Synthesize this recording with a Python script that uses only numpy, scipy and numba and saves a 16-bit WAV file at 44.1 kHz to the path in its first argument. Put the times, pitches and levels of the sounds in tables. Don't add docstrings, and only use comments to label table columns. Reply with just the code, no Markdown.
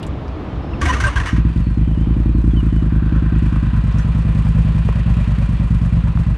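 import sys
import numpy as np
from scipy import signal
from scipy.fft import rfft, irfft
from scipy.io import wavfile
from scipy.ndimage import uniform_filter1d
from numba import njit

SR = 44100
rng = np.random.default_rng(int(sys.argv[2]) if len(sys.argv) > 2 else 0)


def store_pcm(level_fs):
    pcm = np.round(np.clip(level_fs, -1, 1) * 32767).astype(np.int16)
    wavfile.write(sys.argv[1], SR, np.atleast_2d(pcm).T)


def rack_gain(trim_db):
    fader = np.asarray(trim_db, float)
    return 10 ** (fader / 20)


N = 280917
T = np.arange(N) / SR

# time in seconds, four-stroke cycles per second.
SPEED = [(1.5584, 9.029), (1.95, 10.169), (2.3, 11.033), (2.9, 9.995), (3.35, 10.028), (3.8, 9.422),
         (4.3, 10.012), (4.65, 10.079), (5.0, 9.399), (5.85, 9.176), (6.05, 8.623), (6.37, 9.198)]
# time in seconds, strength in dB.
CATCH = [
    (1.024, 1.5),
    (1.052, 1),
    (1.153, -0.5),
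    (1.196, -3),
    (1.328, 1),
    (1.379, 2),
    (1.4481, 1.5),
    (1.497, -7),
]
# centre in Hz, width in Hz, signed gain.
PIPE = [(55.37, 10.36, 1.2333), (114.9, 42.8, .76), (153.7, 38.5, -1.5247), (160, 15.25, 2.5),
        (240.8, 98, 0.8242), (256.5, 64.5, -0.5626), (366.5, 44, -0.28)]
# frequency in Hz, density in dB per Hz.
RUSTLE_COLOUR = [(240, -30), (400, -7.5), (605, -2.5), (834, -16), (1030, -3), (1130, -8), (1360, -6.5),
                 (1740, -9), (1930, -11.5), (2190, -17), (2470, -15.5), (2670, -15.5), (5310, -28.5),
                 (9400, -29), (10400, -40), (15500, -53)]
# centre in Hz, width in Hz, level in dB (not used).
CASING = [(1020, 720, 0), (1986, 244, -4), (2390, 50, -7)]
# share of the cycle, tick level in dB.
VALVES = [(0, 6), (.3, 2.5), (.38, 3.5), (.56, -3), (.71, 6.5), (.86, -12.5)]
# time in seconds, level in dB, fade in seconds.
TEETH = [(0.813, -19, 0.049), (0.853, -25.5, 0.066), (0.883, -29.5, 0.089), (.93, -32, .03),
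         (0.966, -38, 0.043), (1.0, -22, 0.042), (1.035, -25.5, 0.078), (1.075, -37, 0.027),
         (1.156, -22.5, 0.033), (1.199, -26, 0.013), (1.232, -32.5, 0.032), (1.257, -21.5, 0.04),
         (1.328, -34.5, 0.019), (1.362, -32.5, 0.022)]
# frequency in Hz, density in dB per Hz.
STARTER_COLOUR = [(180, -18), (300, -13), (500, -37), (731, -10.5), (794, -16), (985, -5), (1420, -3.5),
                  (1590, -2), (1700, -4.5), (4070, -19), (6050, -24), (9450, -29), (15500, -57.5)]
# centre in Hz, width in Hz, level in dB (not used).
STARTER_BODY = [(777, 18, -11), (1010, 150, -4), (1570, 14, 0), (1880, 43, -6), (2150, 37, -11),
                (2944, 140, -15), (5930, 530, -20), (6540, 80, -23), (6220, 250, -27), (7510, 57, -30),
                (8000, 50, -29), (8900, 140, -28)]
# start in seconds, end in seconds, from Hz, to Hz, level in dB.
SQUEALS = [(.815, .84, 1097, 1143, -28), (.855, .875, 2150, 2300, -27), (.865, .885, 744, 720, -28.5),
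           (.885, .922, 1010, 1020, -24), (.89, .92, 1954, 1850, -30.5), (.885, .915, 2880, 3050, -37),
           (.88, .92, 5750, 5860, -43.5), (.95, .98, 1120, 1200, -31), (1.0, 1.015, 1550, 1500, -27.5),
           (1.0, 1.03, 5530, 6000, -49), (1.04, 1.07, 1850, 1880, -41), (1.065, 1.09, 9130, 8100, -43.5),
           (1.07, 1.09, 2970, 2700, -38.5), (1.08, 1.095, 1150, 1200, -28.5),
           (1.16, 1.185, 1657, 1550, -25.5), (1.165, 1.182, 3230, 3310, -42), (1.2, 1.22, 1805, 1630, -32),
           (1.258, 1.3, 1895, 1746, -34.5), (1.28, 1.305, 5850, 5750, -50), (.83, .86, 326, 343, -28),
           (1.04, 1.1, 607, 603, -36), (.925, .945, 1770, 1850, -29), (.93, .945, 2570, 2630, -36)]
# start and end in seconds, from Hz, to Hz, level in dB.
HOWL = [(1.035, 1.082, 1570, 1570, -23)]
# start in seconds, pitch in Hz, level in dB, 60 dB decay in seconds.
SHUDDER = [(0.718, 74.5, -18, 0.17), (0.819, 82.3, -12.5, 0.33), (0.857, 73.2, -16, 0.66),
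           (.93, 68.2, -12, 0.27), (0.976, 69.3, -25, 0.38)]
# start in seconds, end in seconds, from Hz, to Hz, level in dB.
PUMP = [
    (.617, .81, 5240, 5240, -68),
    (.02, .81, 10550, 10550, -88),
    (.02, .81, 15650, 15650, -96),
    (.49, .56, 7200, 7200, -82),
]
# time in seconds, peak in dB, centre in Hz, 60 dB decay in seconds.
TICKS = [(.002, -47, 4950, 0.038), (.805, -44, 5000, .08), (.028, -40.5, 8000, 0.062),
         (.03, -29.5, 3130, 0.069), (.05, -39, 2520, 0.049), (.066, -36, 7030, 0.046),
         (.28, -44, 5010, 0.048), (1.575, -37.5, 3880, .04), (2.598, -45.5, 9260, 0.02),
         (2.6, -43.5, 3300, 0.019), (2.652, -52.5, 4040, .03), (3.924, -41.5, 4940, 0.036),
         (3.985, -37, 6000, 0.12), (3.99, -31, 1700, 0.13), (3.385, -46, 8000, .06),
         (5.489, -51, 7070, 0.049)]
# time in seconds, peak in dB, centre in Hz, 60 dB decay in seconds.
KNOCKS = [(.644, -21.5, 760, 0.057), (3.561, -21, 1070, 0.023), (3.998, -30, 1400, 0.028),
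          (4.469, -31, 910, 0.011), (4.888, -19.5, 450, 0.055), (4.889, -19.5, 1040, 0.042),
          (6.174, -23, 1110, 0.02)]
# start in seconds, end in seconds, from Hz, to Hz, level in dB.
BIRDS = [(.732, .747, 2920, 2370, -45), (1.415, 1.44, 2500, 2480, -52), (1.49, 1.58, 4550, 4700, -69),
         (1.62, 1.8, 4480, 4060, -65), (1.82, 2.16, 3070, 3020, -58), (2.33, 2.42, 4400, 4000, -67),
         (2.5, 2.545, 3450, 3220, -57), (2.56, 2.615, 3140, 2830, -41.5), (2.68, 2.85, 3050, 2960, -57)]
# frequency in Hz, density in dB per Hz.
STREET = [(15, -43.5), (25, -18), (64, -1.5), (144, -5.5), (227, -8), (305, -5), (349, -11.5), (1240, -22),
          (1490, -27.5), (1620, -28.5), (3440, -36.5), (10100, -68), (15500, -77)]
# time in seconds, level in dB.
STREET_LEVEL = [(0, -25.5), (.55, -25.5), (.8, -24.5), (1.3, -30), (1.5, -34.5)]
# time in seconds, place (0 seat, 1 silencer), engine rustle in dB.
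CAMERA = [(1.4, 0.3, 2.5), (1.7, 0.18, 1), (2.1, 0, -1), (2.5, 0, 1), (3.5, 0.17, 4), (3.8, 0.76, 0.5),
          (4.2, 0.77, 1), (4.8, .85, 1.5), (5.3, 0.71, 3), (6.37, 0.76, -0.5)]
# time in seconds, level in dB.
CUP = [(2.7, -68), (3, -47.5), (3.9, -57.5), (4.2, -75)]
# time in seconds, side level in dB.
WIDTH = [(3.45, -59), (3.6, -21.5), (4, -8.5), (4.4, -26.5), (5, -61), (6.15, -49), (6.25, -24)]

SHARP_HZ, EDGE_HZ, BOOM_DB, FIRING_DB = (118, 291, 218), (230, 455, 180), (6.5, 6, 3), (-1.5, -2, -0.5)
SEAT_DB, SILENCER_DB = (-59, -48.5, -52.5, -62.5), (-39.5, -41.5, -45, -56.5)
CRANK_LEAD, IDLE_PER_S = .01, 10
CATCH_S = 1.31
SECOND_SHARE = .376
SHARP_PER_SPEED, SECOND_DB, SECOND_DB_PER_SPEED = .07, -.5, -0.5
SOFT, SOFT_PER_SPEED = 0.31, 0.44
CHARGE_DB, PUFF_DB = .4, 41.6
RING_S, CHOKE_S, CHOKE_DB = .086, 0.0074, -7
GROUND_S, GROUND_GAIN = .01, .35
BODY_SWING_DB = 6
HISS_DB, BUZZ_DB, WIND_DB = -94, -65, -40.5


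def curve(table):
    s, *columns = np.transpose(table)
    return [np.interp(T, s, c) for c in columns]


def unit(x):
    return x / np.sqrt(np.mean(x ** 2))


@njit
def svf(x, hz, k):
    y, b, l = np.empty((3, len(x))), 0., 0.
    for i in range(len(x)):
        g = np.tan(np.pi * hz[i] / SR)
        v = (b + g * (x[i] - l)) / (1 + g * (g + k))
        y[0, i], y[1, i] = l + g * v, k * v
        y[2, i] = x[i] - y[0, i] - y[1, i]
        b, l = 2 * v - b, l + 2 * g * v
    return y


def band(x, hz, width):
    return signal.lfilter(*signal.iirpeak(hz, hz / width, SR), x)


def coloured(x, points):
    hz, db = np.transpose(points)
    f = np.arange(N // 2 + 1) * SR / N + 1
    gain = rack_gain(np.interp(np.log(f), np.log(hz), db, left=-90, right=-90))
    return unit(irfft(rfft(x) * gain, N))


def walk(rate):
    k = int(SR / rate)
    steps = np.repeat(rng.standard_normal(N // k + 1), k)
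    return unit(uniform_filter1d(uniform_filter1d(steps, k), k)[:N])


def impulses(s, size):
    return np.bincount(np.minimum((s * SR).astype(int), N), size, N + 1)[:N]


def fade(x, s):
    return signal.lfilter([1], [1, -np.exp(-1 / (s * SR))], x)


def burst(s, fade_s):
    return fade(impulses(np.array([s]), [1]), fade_s)


def firings():
    start = SPEED[0][0]
    angle = CRANK_LEAD + np.cumsum(curve(SPEED)[0] * (T >= start)) / SR
    return np.r_[start, np.interp(np.arange(1, int(angle[-1]) + 1), angle, T), N / SR]


def heard(values):
    place = np.clip(curve(CAMERA)[0], 0, 1)
    return np.where(T < CATCH_S, values[0], values[1] + place * (values[2] - values[1]))


def gas_puffs():
    fast = curve(SPEED)[0] - IDLE_PER_S
    s = firings()
    scatter = rng.standard_normal((len(s) - 1, 3))
    db = CHARGE_DB * scatter[:, 2]
    second_s = s[:-1] + np.diff(s) * (SECOND_SHARE + .003 * scatter[:, 0])
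    second = impulses(second_s, rack_gain(db + 2 * CHARGE_DB * scatter[:, 1]))
    second = second * rack_gain(SECOND_DB + SECOND_DB_PER_SPEED * fast)
    soft = np.clip(SOFT - SOFT_PER_SPEED * fast, 0, 1)
    puffs = impulses(s[:-1], rack_gain(db)) + (1 - soft) * second + 1.15 * uniform_filter1d(soft * second, size=115)
    catch_s, catch_db = np.transpose(CATCH)
    puffs = puffs + impulses(catch_s, rack_gain(catch_db))
    return np.roll(puffs, -int(.0013 * SR)) * rack_gain(PUFF_DB + heard(FIRING_DB))


def exhaust():
    fast = curve(SPEED)[0] - IDLE_PER_S
    sharp_hz = heard(SHARP_HZ) * (1 + SHARP_PER_SPEED * fast * (T > SPEED[0][0]))
    edge_hz = heard(EDGE_HZ)
    puffs = gas_puffs()
    for hz, k in ((1.0 * sharp_hz, 1.67), (0.94 * sharp_hz, .9), (1.036 * edge_hz, .55), (0.82 * edge_hz, 1.2)):
        puffs = svf(puffs, hz, k)[0]
    heat = 1 + .012 * walk(9)
    modes = [gain * svf(puffs, hz * heat, width / hz)[1] for hz, width, gain in PIPE]
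    pipe = modes[0] * rack_gain(heard(BOOM_DB)) + sum(modes[1:])
    pipe = pipe - 2 * band(pipe, 400, 300)
    pipe = pipe + 0.17 * np.roll(band(pipe, 320, 150), int(0.01886 * SR))
    s = firings()
    since = T - s[np.clip(np.searchsorted(s, T + .004) - 1, 0, None)]
    choke = rack_gain(CHOKE_DB * np.clip((since - RING_S) / CHOKE_S, 0, 1))
    pipe = pipe * uniform_filter1d(choke, size=200)
    return pipe + GROUND_GAIN * np.roll(pipe, int(GROUND_S * SR))


def valve_ticks(s):
    share, db = np.transpose(VALVES)
    chance = rng.standard_normal((len(s) - 1, len(share), 2))
    when = s[:-1, None] + np.diff(s)[:, None] * np.abs(share + 0.025 + 0.0059 * chance[..., 0])
    taps = impulses(when.ravel(), rack_gain(db + 1.4 * np.tanh(chance[..., 1])).ravel())
    return uniform_filter1d(fade(taps, 0.0096), size=220)


def rustle():
    s = np.r_[CATCH[6][0], firings()]
    turn = np.interp(T, s, np.arange(len(s))) % 1
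    swell = np.cos(2 * np.pi * (turn - .33))
    ticks = valve_ticks(s)
    cup_db = curve(CUP)[0]
    grit = coloured(rng.standard_normal(N) * rack_gain(1.9 * rng.exponential(size=N)), RUSTLE_COLOUR)
    grit = grit + 1.05 * sum(band(grit, hz, w) * rack_gain(4.7 * np.tanh(walk(30))) for hz, w, _ in CASING)
    grit = grit - np.clip(0.45 + rack_gain(cup_db + 40), 0, .95) * band(grit, 2100, 300)
    ranges = ((320, 850), (850, 2200), (2200, 4500), (4500, 14000))
    filters = [signal.butter(3, edge, "band", fs=SR, output="sos") for edge in ranges]
    gas, casing, fins, gear = (unit(signal.sosfilt(f, grit)) for f in filters)
    engine_db = curve(CAMERA)[1]
    gas_db, casing_db, fins_db, gear_db = (
        engine_db + heard((seat, seat, near)) for seat, near in zip(SEAT_DB, SILENCER_DB))
    casing = casing * (1 + rack_gain(cup_db + 37)) + unit(band(casing, 1550, 140)) * rack_gain(cup_db - casing_db)
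    fins = fins * rack_gain(fins_db + 0.3 * swell + 0.66 * walk(25)) * (1.02 + 0.39 * ticks)
    gas = gas * rack_gain(gas_db + 6.2 * swell + 0.83 * walk(22)) * (0.66 + 0.17 * ticks) / (1 + rack_gain(cup_db + 50))
    casing = casing * rack_gain(casing_db + 1.3 * swell + 0.34 * walk(25)) * (0.96 + 0.51 * ticks)
    gear = gear * rack_gain(gear_db + 1.5 * swell + 1.2 * walk(25)) * (0.68 + 0.69 * ticks) / (1 + rack_gain(cup_db + 45))
    return (gas + casing + fins + gear) * np.clip((T - 1.3) / 0.091, 0, 1)


def starter():
    load = sum(rack_gain(db) * burst(s, fade_s) for s, db, fade_s in TEETH)
    teeth = rng.standard_normal(N) * rack_gain(0.87 * rng.exponential(size=N) + 1.4 * walk(150))
    grind = coloured(teeth, STARTER_COLOUR)
    body = sum(band(grind, hz, w) * rack_gain(BODY_SWING_DB * np.tanh(walk(40))) for hz, w, _ in STARTER_BODY)
    grind = unit(grind + 0.76 * body)
    bright = signal.sosfilt(signal.butter(2, 3500, "high", fs=SR, output="sos"), grind)
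    grind = grind + bright * (1.2 * (load / load.max()) ** .4 - 1)
    grind = grind * uniform_filter1d(load, size=220, origin=60)
    shudder = sum(rack_gain(db) * np.sin(2 * np.pi * hz * (T - s)) * burst(s, t60 / np.log(1000))
                  for s, hz, db, t60 in SHUDDER)
    song = whistles(SQUEALS, wobble_hz=24) + whistles(HOWL, wobble_hz=6)
    return grind + song + uniform_filter1d(shudder, size=60)


def whistles(table, wobble_hz, more_hz_per_s=0):
    out, wobble, flutter = np.zeros(N), walk(120), rack_gain(2.8 * np.tanh(walk(60.1)))
    for t0, t1, hz0, hz1, db in table:
        i = slice(int(t0 * SR), int(t1 * SR))
        n = len(T[i])
        hz = np.linspace(hz0, hz1, n) + (wobble_hz + more_hz_per_s * (t1 - t0)) * wobble[i]
        tone = np.sin(2 * np.pi * np.cumsum(hz) / SR)
        out[i] += rack_gain(db + 8) * signal.windows.tukey(n, min(.5, 900 / n)) * tone * flutter[i]
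    return out


def clicks(table, spread):
    noise, out = rng.standard_normal(N), np.zeros(N)
    for s, db, hz, t60 in table:
        ring = unit(band(band(noise, hz, hz * spread), hz, hz * spread))
        out += rack_gain(db - 4) * ring * burst(s, max(t60, .005) / np.log(1000))
    return out


def knocks():
    out = np.zeros(N)
    for s, db, hz, t60 in KNOCKS:
        blow = band(band(impulses(np.array([s]), [1]), hz, 8.5 / t60), hz, 0.98 * hz)
        out += rack_gain(db + 12.5) * SR / (3 * hz) * blow
    return out


def street():
    noise = coloured(rng.standard_normal(N), STREET)
    low = signal.sosfilt(signal.butter(2, 250, fs=SR, output="sos"), noise)
    return (low * rack_gain(2.0 * walk(21)) + (noise - low) * rack_gain(1.0 * walk(6.8))) * rack_gain(curve(STREET_LEVEL)[0])


def scene():
    birds = whistles(BIRDS, wobble_hz=6.6, more_hz_per_s=170)
    upper = rustle() + clicks(TICKS, spread=0.45) + knocks() + birds
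    mid = exhaust() + starter() + street() + whistles(PUMP, wobble_hz=3) + upper
    side = (np.roll(upper, 900) - np.roll(upper, 1700)) * rack_gain(curve(WIDTH)[0])
    return np.array([mid + side, mid - side])


def band_limit(x):
    return signal.sosfilt(signal.butter(12, 15700, fs=SR, output="sos"), x)


def record(dry):
    cut = np.full(N, 50.3)
    x = np.array([svf(svf(c, cut, .714)[2], cut, .714)[2] for c in dry])
    x = x + rack_gain(WIND_DB) * unit(band(band(rng.standard_normal(N), 28, 12), 28, 12))
    grip = 1 + rack_gain(curve(CUP)[0] + 56)
    buzz = rack_gain(HISS_DB) + rack_gain(BUZZ_DB) * uniform_filter1d(x[0] ** 2, size=100) * grip
    hiss = rng.standard_normal((2, N))
    hiss = buzz * (hiss + 2.5 * band(hiss, 12000, 1500))
    uneven = np.roll(x, 300, axis=1) * np.array([[-.4], [.8]])
    top = signal.butter(4, 11000, "high", fs=SR, output="sos")
    x = x + signal.sosfilt(top, hiss + uneven)
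    return band_limit(np.tanh(0.56 * x) / 0.65)


dry = scene()
out = record(dry)
store_pcm(out)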